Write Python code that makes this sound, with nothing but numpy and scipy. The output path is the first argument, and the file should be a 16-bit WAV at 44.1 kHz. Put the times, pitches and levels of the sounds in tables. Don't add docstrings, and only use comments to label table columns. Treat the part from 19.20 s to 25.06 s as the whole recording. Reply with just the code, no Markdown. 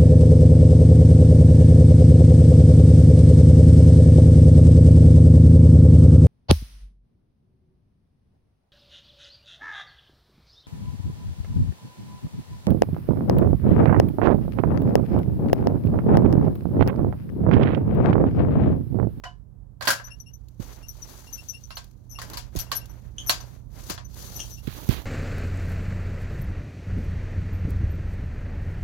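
import sys
import numpy as np
from scipy import signal
from scipy.fft import rfft, irfft
from scipy.io import wavfile

SR = 44100
rng = np.random.default_rng(int(sys.argv[2]) if len(sys.argv) > 2 else 0)


def dump(signal):
    limited = np.clip(np.atleast_2d(signal).T, -1, 1)
    pcm = np.round(limited * 32767).astype(np.int16)
    wavfile.write(sys.argv[1], SR, pcm)


N = 258272
TIME = np.arange(N) / SR

# t/s, strength/dB, hardness/dB, lean/dB, clink f/Hz, clink over strength/dB
PAN_BLOWS = [(.037, -39, -25.5, 7.5, 990, -4), (.609, -36, -18, -8.5, 760, 2.5),
             (.622, -35.5, -12.5, 6, 1040, 1.5), (.652, -41, -3, 13.5, 955, 8.5),
             (.672, -23.5, -12, -14.5, 4730, 5), (.6765, -24.5, -5.5, 14.5, 1570, 11.5),
             (.686, -27, -6, 3, 1670, 8), (.7035, -27.5, -0.5, 10, 1593, 17),
             (.732, -38.5, -16, -2.5, 1420, 7.5), (.797, -42.5, -56, 14, 1623, 5.5),
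             (.874, -50.5, -36, 14, 1490, 1), (3.016, -42.5, -4, 7.5, 1790, 7)]
# f/Hz, lean/dB
PORT_LEAN = [(150, -20.5), (400, 2.5), (1100, -1), (2000, 5), (4500, -5.5), (5500, 21.5), (14000, -5.5)]
# f/Hz, density/dB
HISS = [(1470, -54.5), (2500, -8.5), (3130, -4.5), (4760, -2), (5230, -8), (6010, 0.5), (8600, -12.5),
        (11100, -3.5), (15200, -3.5), (16000, -13)]


def pan():
    modes = [(554, -10, 0.22), (1030, -8.5, 0.29), (1332, -14, .19), (1420, -9, .2), (1443, -8, 0.16),
             (1560, -0.5, .19), (1567, -4.5, 0.15), (1696, -7, 0.27), (1926, -5, 0.1)]
    return blows(PAN_BLOWS, modes, crack_s=.0024, ring_db=.5, ring_t60=.16, tail_db=-12.5, tail_t60=.32,
                 snap_db=-4, snap_t60=.0087, top_t60=.71,
                 wall_delay_s=.0022, left_direct_db=-7.5, body_lean_db=-9)


def lift_ting():
    modes = [(717, -27.5), (1010, -29), (2965, -30)]
    t = TIME - PAN_BLOWS[0][0] - .012
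    envelope = dying(t, t60=.14) - dying(t, t60=.069)
    return envelope * sum(from_db(db) * np.sin(2 * np.pi * hz * t + drift(185, N)) for hz, db in modes)


def grate():
    # t/s, strength/dB, hardness/dB, lean/dB, clink f/Hz, clink over strength/dB
    knocks = [(2.505, -46, -15, -3, 1280, 2), (2.569, -42.5, -5.5, -3, 4270, 11),
              (2.987, -43, -11, 0.5, 1165, 8.3), (3.133, -44.5, -8.5, 8, 4090, 3),
              (3.171, -42, 1, 0.5, 4700, 9.8), (3.36, -47, 4, 7, 6550, 12.5),
              (3.388, -47, 10.5, 2, 1450, 1.8), (3.516, -32, -5.5, -2.5, 1114, 7.8),
              (4.094, -26.5, 2, -1.5, 4320, 12), (4.203, -51, -10, 1.5, 736, 2.2),
              (4.697, -37.5, -2.5, 7, 1070, 1.7), (4.777, -43.5, -24.5, -0.5, 3440, 3.5)]
    modes = [(725, -6, 0.18), (966, -4, .22), (1072, 0.5, 0.15), (1125, -13.5, 0.19), (1580, -7.5, 0.25),
             (4290, -10.5, 0.14), (5720, -9.5, 0.084)]
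    return blows(knocks, modes, crack_s=.0042, ring_db=4, ring_t60=.21, tail_db=-4, tail_t60=.08,
                 snap_db=6, snap_t60=.057, top_t60=.73,
                 wall_delay_s=.0071, left_direct_db=-20, body_lean_db=0)


def blows(hits, modes, crack_s, ring_db, ring_t60, tail_db, tail_t60, snap_db, snap_t60, top_t60,
          wall_delay_s, left_direct_db, body_lean_db):
    metal = [(100, -1), (250, -3.5), (400, -5.5), (600, 6.5), (720, 6), (810, 0.5), (950, 7), (1600, 4.5),
             (2350, -4.5), (3700, -2.5), (4450, 3), (5100, -2), (7500, -8), (8600, -17.5), (10500, -3),
             (15500, -7.5)]
    out, t = np.zeros((2, N)), TIME[:SR // 2]
    bands = [signal.butter(4, edges_hz, "band", fs=SR, output="sos")
             for edges_hz in [(90, 2500), (2500, 8000), (8000, 17000)]]
    onset = int(.025 * SR)
    contact = 1 - np.exp(-t / .0007)
    crack = from_db(9) * np.exp(-(t / crack_s) ** 2)
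    direct = crack + dying(t, ring_t60)
    left = from_db(left_direct_db) * direct + dying(t - wall_delay_s, ring_t60)
    tail = from_db(tail_db) * dying(t, tail_t60)
    envelope = (np.array([left, direct]) + tail) * contact
    for s, strength_db, hard_db, lean_db, clink_hz, clink_db in hits:
        clink = np.sin(2 * np.pi * clink_hz * t) + .5 * np.sin(2 * np.pi * clink_hz * .94 * t)
        clink *= dying(t, t60=.058) * contact
        add(out, s, from_db(strength_db + clink_db) * panned(.5 * lean_db + body_lean_db) * clink)
        dense = noise(metal, PORT_LEAN, len(t)) * envelope
        tones = sum(from_db(db + rng.normal(0, 2)) * dying(t, t60)
                    * np.sin(2 * np.pi * (hz * t + rng.random((2, 1)))) for hz, db, t60 in modes)
        body, ring, top = [signal.sosfilt(band, dense + contact * tones) for band in bands]
        top *= dying(t, top_t60) * (1 + from_db(snap_db) * dying(t, snap_t60))
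        for part, db, lean in [(body, 0, lean_db + body_lean_db),
                               (ring, ring_db + .35 * hard_db, lean_db),
                               (top, hard_db, lean_db)]:
            onset_rms = np.sqrt(np.mean(part[:, :onset] ** 2, axis=1, keepdims=True))
            add(out, s, from_db(strength_db + db) * panned(lean) * part / onset_rms)
    return out


def ticks():
    clicks = [(1.285, -52), (2.643, -46.5), (3.1, -36.5), (3.134, -37), (3.657, -44)]
    out, t = np.zeros((2, N)), TIME[:SR // 16]
    for s, db in clicks:
        add(out, s, from_db(db) * noise(HISS, PORT_LEAN, len(t)) * dying(t, t60=.028))
    return out


def squeaks():
    # t/s, length/s, f/Hz, level/dB, octave/dB, attack (0 sudden to 1 swelling)
    rasps = [(3.982, 0.037, 3184, -44.5, -5, 0.2), (5.191, 0.0353, 3100, -45, 3.5, 0.74)]
    out = np.zeros((2, N))
    for s, length, hz, db, octave_db, attack in rasps:
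        partials_db = [0, octave_db, octave_db - 14.5]
        rasp = from_db(db) * whistle(length, hz, partials_db, glide=.1, rough=2.2, attack=attack)
        lean_db = at_hz(PORT_LEAN, np.fft.rfftfreq(len(rasp), 1 / SR))
        add(out, s, irfft(rfft(rasp) * panned(lean_db)))
    return cabin(out, t60=.17, wet_db=0)


def bumps():
    touches = [(1.397, -18.5, 0.92, -62), (3.352, -21, 1.6, -38), (3.367, -14.5, 0.51, -54),
               (4.701, -27.5, 1.53, -24), (5.475, -14.5, 1.03, -41), (5.69, -4.5, 0.88, -24.5)]
    case_modes = [(79.6, -22, 0.27), (130, 3.5, 0.033), (193.3, 15, 0.014), (369, -1, 0.02)]
    out, t = np.zeros((2, N)), TIME[:SR // 3]
    for s, db, pitch, click_db in touches:
        thud = sum(from_db(mode_db) * np.sin(2 * np.pi * hz * pitch * t) * dying(t, t60)
                   for hz, mode_db, t60 in case_modes)
        thud *= 1 - np.exp(-(t / .0046) ** 2)
        thud *= from_db(db) / np.abs(thud).max()
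        click = from_db(click_db) * rng.standard_normal((2, len(t))) * dying(t, t60=.014)
        add(out, s, panned(lean_db=-47) * thud + panned(lean_db=8) * click)
    return out


def brushing():
    scuff_colour = [(150, -4), (250, -4), (650, -12), (1600, -18), (3500, -28.5), (7000, -47)]
    balance = [(5.3, 6.5), (5.5, -4)]
    hiss_gain, scuff_gain = stroke_gains() * from_db(2.2 * drift(14, N))
    hiss = noise(HISS, lean=[(3000, -7), (6000, 12), (14000, -5.5)], size=N)
    hiss *= hiss_gain * from_db(2 * drift(130, N))
    scuff = noise(scuff_colour, lean=[(250, -21.5), (700, -5), (3000, -4)], size=N, alike=.47)
    scuff *= scuff_gain * from_db(3.1 * drift(70, N))
    catches = from_db(1.2 * np.clip(drift(150, N), 0, np.e) ** 2)
    knocks = from_db(-9.5) * scuff_gain * slips() * panned(lean_db=-10)
    return ((hiss + scuff) * catches + knocks) * panned(in_time(balance))


def stroke_gains():
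    strokes = [(1.391, 0.38, 0.03, -51, -43.5), (1.635, 1.194, 0.28, -51.5, -49.5),
               (2.86, 0.51, 0.27, -59, -47.5), (3.319, 0.74, 0.025, -58, -47.5),
               (3.936, 0.56, 0.16, -56.5, -47.5), (4.491, 0.28, 0.25, -46.5, -44),
               (4.87, 0.58, 0.32, -42.5, -44), (5.397, 0.51, 0.15, -47, -46.5),
               (5.681, 0.21, 0.036, -42.5, -38)]
    grip_db, grip_from_s = [[-75.5], [-71.5]], .6
    power = from_db(grip_db) ** 2 * (TIME > grip_from_s)
    for s, length, attack, hiss_db, scuff_db in strokes:
        press = np.clip((TIME - s) / attack, 0, 1)
        ease = np.clip((s + length - TIME) / (length - attack), 0, 1) ** 1.17
        power += (from_db([[hiss_db], [scuff_db]]) * press * ease) ** 2
    return np.sqrt(power)


def slips():
    knocks, per_mode_per_s = np.zeros(N), 14
    for hz in (230, 360, 560, 900):
        impulses = (rng.random(N) < per_mode_per_s / SR) * rng.uniform(-1, 1, N)
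        knocks += resonate(impulses + 1e-18, hz, width_hz=130)
    return knocks / rms(knocks)


def scrapes():
    drags = [(5.471, 0.12, -47.5), (5.692, 0.14, -40)]
    band_hz = (1060, 4500)
    band = signal.butter(4, band_hz, "band", fs=SR, output="sos")
    out, t = np.zeros((2, N)), TIME[:SR // 3]
    for s, length, db in drags:
        spikes = rng.standard_normal((2, len(t))) ** 3
        grains = signal.sosfilt(band, spikes) * from_db(2.9 * drift(45, len(t)))
        fade = np.sqrt(np.clip(1 - t / length, 0, 1))
        add(out, s, from_db(db) * panned(lean_db=-39) * grains / rms(grains) * fade)
    return out


def bird():
    peeps = [(0.84, 0.016, -40, -9.5), (0.865, 0.01, -41.5, -12), (0.995, 0.024, -45.5, -13.5),
             (1.133, 0.016, -46, -7.5), (1.68, 0.025, -38, -2), (1.817, 0.024, -40, -19),
             (2.126, 0.024, -33.5, -6), (2.284, 0.025, -31.5, -11), (2.436, 0.0087, -40, -22),
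             (2.553, 0.012, -45, -2), (2.894, 0.057, -49, -4), (3.387, 0.036, -37.5, 3),
             (3.55, 0.029, -43, 10), (4.061, 0.043, -41, 4.5), (3.693, .016, -52.5, -2),
             (4.204, 0.016, -45, -10), (4.845, 0.016, -47.5, -9), (5.149, 0.026, -40.5, 1.5),
             (5.296, 0.058, -47, -6)]
    cheeps = [(0.766, -53), (.903, -45), (1.06, -50.5), (1.625, -52), (2.066, -50.5), (2.173, -46),
              (2.333, -44), (2.502, -49.5), (2.948, -46), (3.462, -61), (3.604, -53), (5.368, -54)]
    cheep_partials = [1, -0.5, -24, -6]
    peep_hz, cheep_hz, pitch_scatter = 5987, 2802, .0091
    out = np.zeros((2, N))
    for s, length, db, octave_db in peeps:
        strain = np.clip((length - .0197) / .0086, .1, 1)
        hz = peep_hz * (1 + pitch_scatter * rng.standard_normal())
        peep = whistle(length, hz, [0, octave_db], glide=-.04, rough=strain, dip=.0351 * strain)
        add(out, s, panned(lean_db=18) * from_db(db) * peep)
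    for s, db in cheeps:
        hz = cheep_hz * (1 + pitch_scatter * rng.standard_normal())
        rise = .05 * (.5 + rng.random())
        cheep = whistle(.056, hz, cheep_partials, glide=rise, rough=.3, attack=.81)
        cheep *= dying(TIME[:len(cheep)], t60=.16)
        add(out, s, panned(lean_db=15.5) * from_db(db) * cheep)
    return cabin(out, t60=.076, wet_db=-2)


def engine():
    orders = [(3, -45), (4, -45), (6, -47.5), (8, -44.5)]
    swell = [(2.7, -7), (3.1, -3)]
    rumble_colour = [(20, -28.5), (45, 4.5), (100, -12.5), (140, -6.5), (400, -28), (1000, -38.5),
                     (2500, -60.5)]
    rumble_lean = [(170, -19), (300, -4.5), (500, 6.5), (1500, 2)]
    cycle_hz = 14.85 * (1 + .0045 * drift(3, N))
    phase = 2 * np.pi * np.cumsum(cycle_hz) / SR
    hum = sum(np.sqrt(2) * from_db(db + 2 * drift(4.6, N))
              * np.sin(order * phase + rng.uniform(0, 2 * np.pi)) for order, db in orders)
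    rumble = from_db(-40.5) * noise(rumble_colour, rumble_lean, N)
    return from_db(in_time(swell)) * (hum * panned(lean_db=-16) + rumble)


def cabin(x, t60, wet_db):
    t = TIME[:SR // 3]
    echoes = rng.standard_normal((2, len(t))) * dying(t - .004, t60)
    echoes /= np.sqrt(np.sum(echoes ** 2, axis=1, keepdims=True))
    return x + from_db(wet_db) * signal.fftconvolve(x, echoes, axes=1)[:, :N]


def whistle(length, hz, partials_db, glide, rough, attack=1, dip=0):
    size = SR // 12
    progress = np.minimum(TIME[:size] / length, 1)
    bend = glide * (progress - .5) - dip * np.sin(np.pi * progress) ** 4
    pitch = hz * (1 + bend + .023 * rough * drift(1415, size))
    phase = 2 * np.pi * np.cumsum(pitch) / SR
    swell = np.sqrt(2) * np.sin(np.pi * progress ** attack).clip(0)
    flutter = 1 + rough * drift(487, size)
    return swell * flutter * sum(from_db(db) * np.sin(k * phase) for k, db in enumerate(partials_db, 1))


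def noise(spectrum, lean, size, alike=0):
    hz = np.fft.rfftfreq(size, 1 / SR)
    white = rng.standard_normal((2, size)) + alike * rng.standard_normal(size)
    x = irfft(rfft(white) * from_db(at_hz(spectrum, hz)) * panned(at_hz(lean, hz)), size)
    return x / rms(x)


def drift(per_s, size):
    knots = rng.standard_normal(size // 8)
    return np.interp(np.arange(size) / SR * per_s, np.arange(len(knots)), knots)


def resonate(x, hz, width_hz):
    r = np.exp(-np.pi * width_hz / SR)
    feedback = [1, -2 * r * np.cos(2 * np.pi * hz / SR), r * r]
    return signal.lfilter(np.array([1, 0, -1]) * (1 - r * r) / 2, feedback, x)


def dying(t, t60):
    return np.exp(-np.log(1000) * np.maximum(t, 0) / t60) * (t >= 0)


def panned(lean_db):
    gains = from_db(np.array([[.5], [-.5]]) * lean_db)
    return gains / np.sqrt(np.mean(gains ** 2, axis=0))


def in_time(points):
    return np.interp(TIME, *np.transpose(points))


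def at_hz(points, hz):
    f, value = np.transpose(points)
    return np.interp(np.log(hz + 1), np.log(f), value)


def from_db(db):
    return 10 ** (np.asarray(db) / 20)


def rms(x):
    return np.sqrt(np.mean(x ** 2) + 1e-20)


def add(out, s, x):
    i = max(int(s * SR), 0)
    out[:, i:i + x.shape[1]] += x[:, :N - i]


def scene():
    cookware = pan() + grate() + lift_ting() + ticks() + squeaks()
    return cookware + bird() + bumps() + brushing() + scrapes() + engine()


def record(dry):
    ceiling, low_cut_hz, high_cut_hz = 1.3, 30, 16200
    rounded = ceiling * np.tanh(dry / ceiling)
    trimmed = signal.sosfilt(signal.butter(4, low_cut_hz, "high", fs=SR, output="sos"), rounded)
    return signal.sosfilt(signal.ellip(10, .3, 80, high_cut_hz, fs=SR, output="sos"), trimmed)


dry = scene()
out = record(dry)
dump(out)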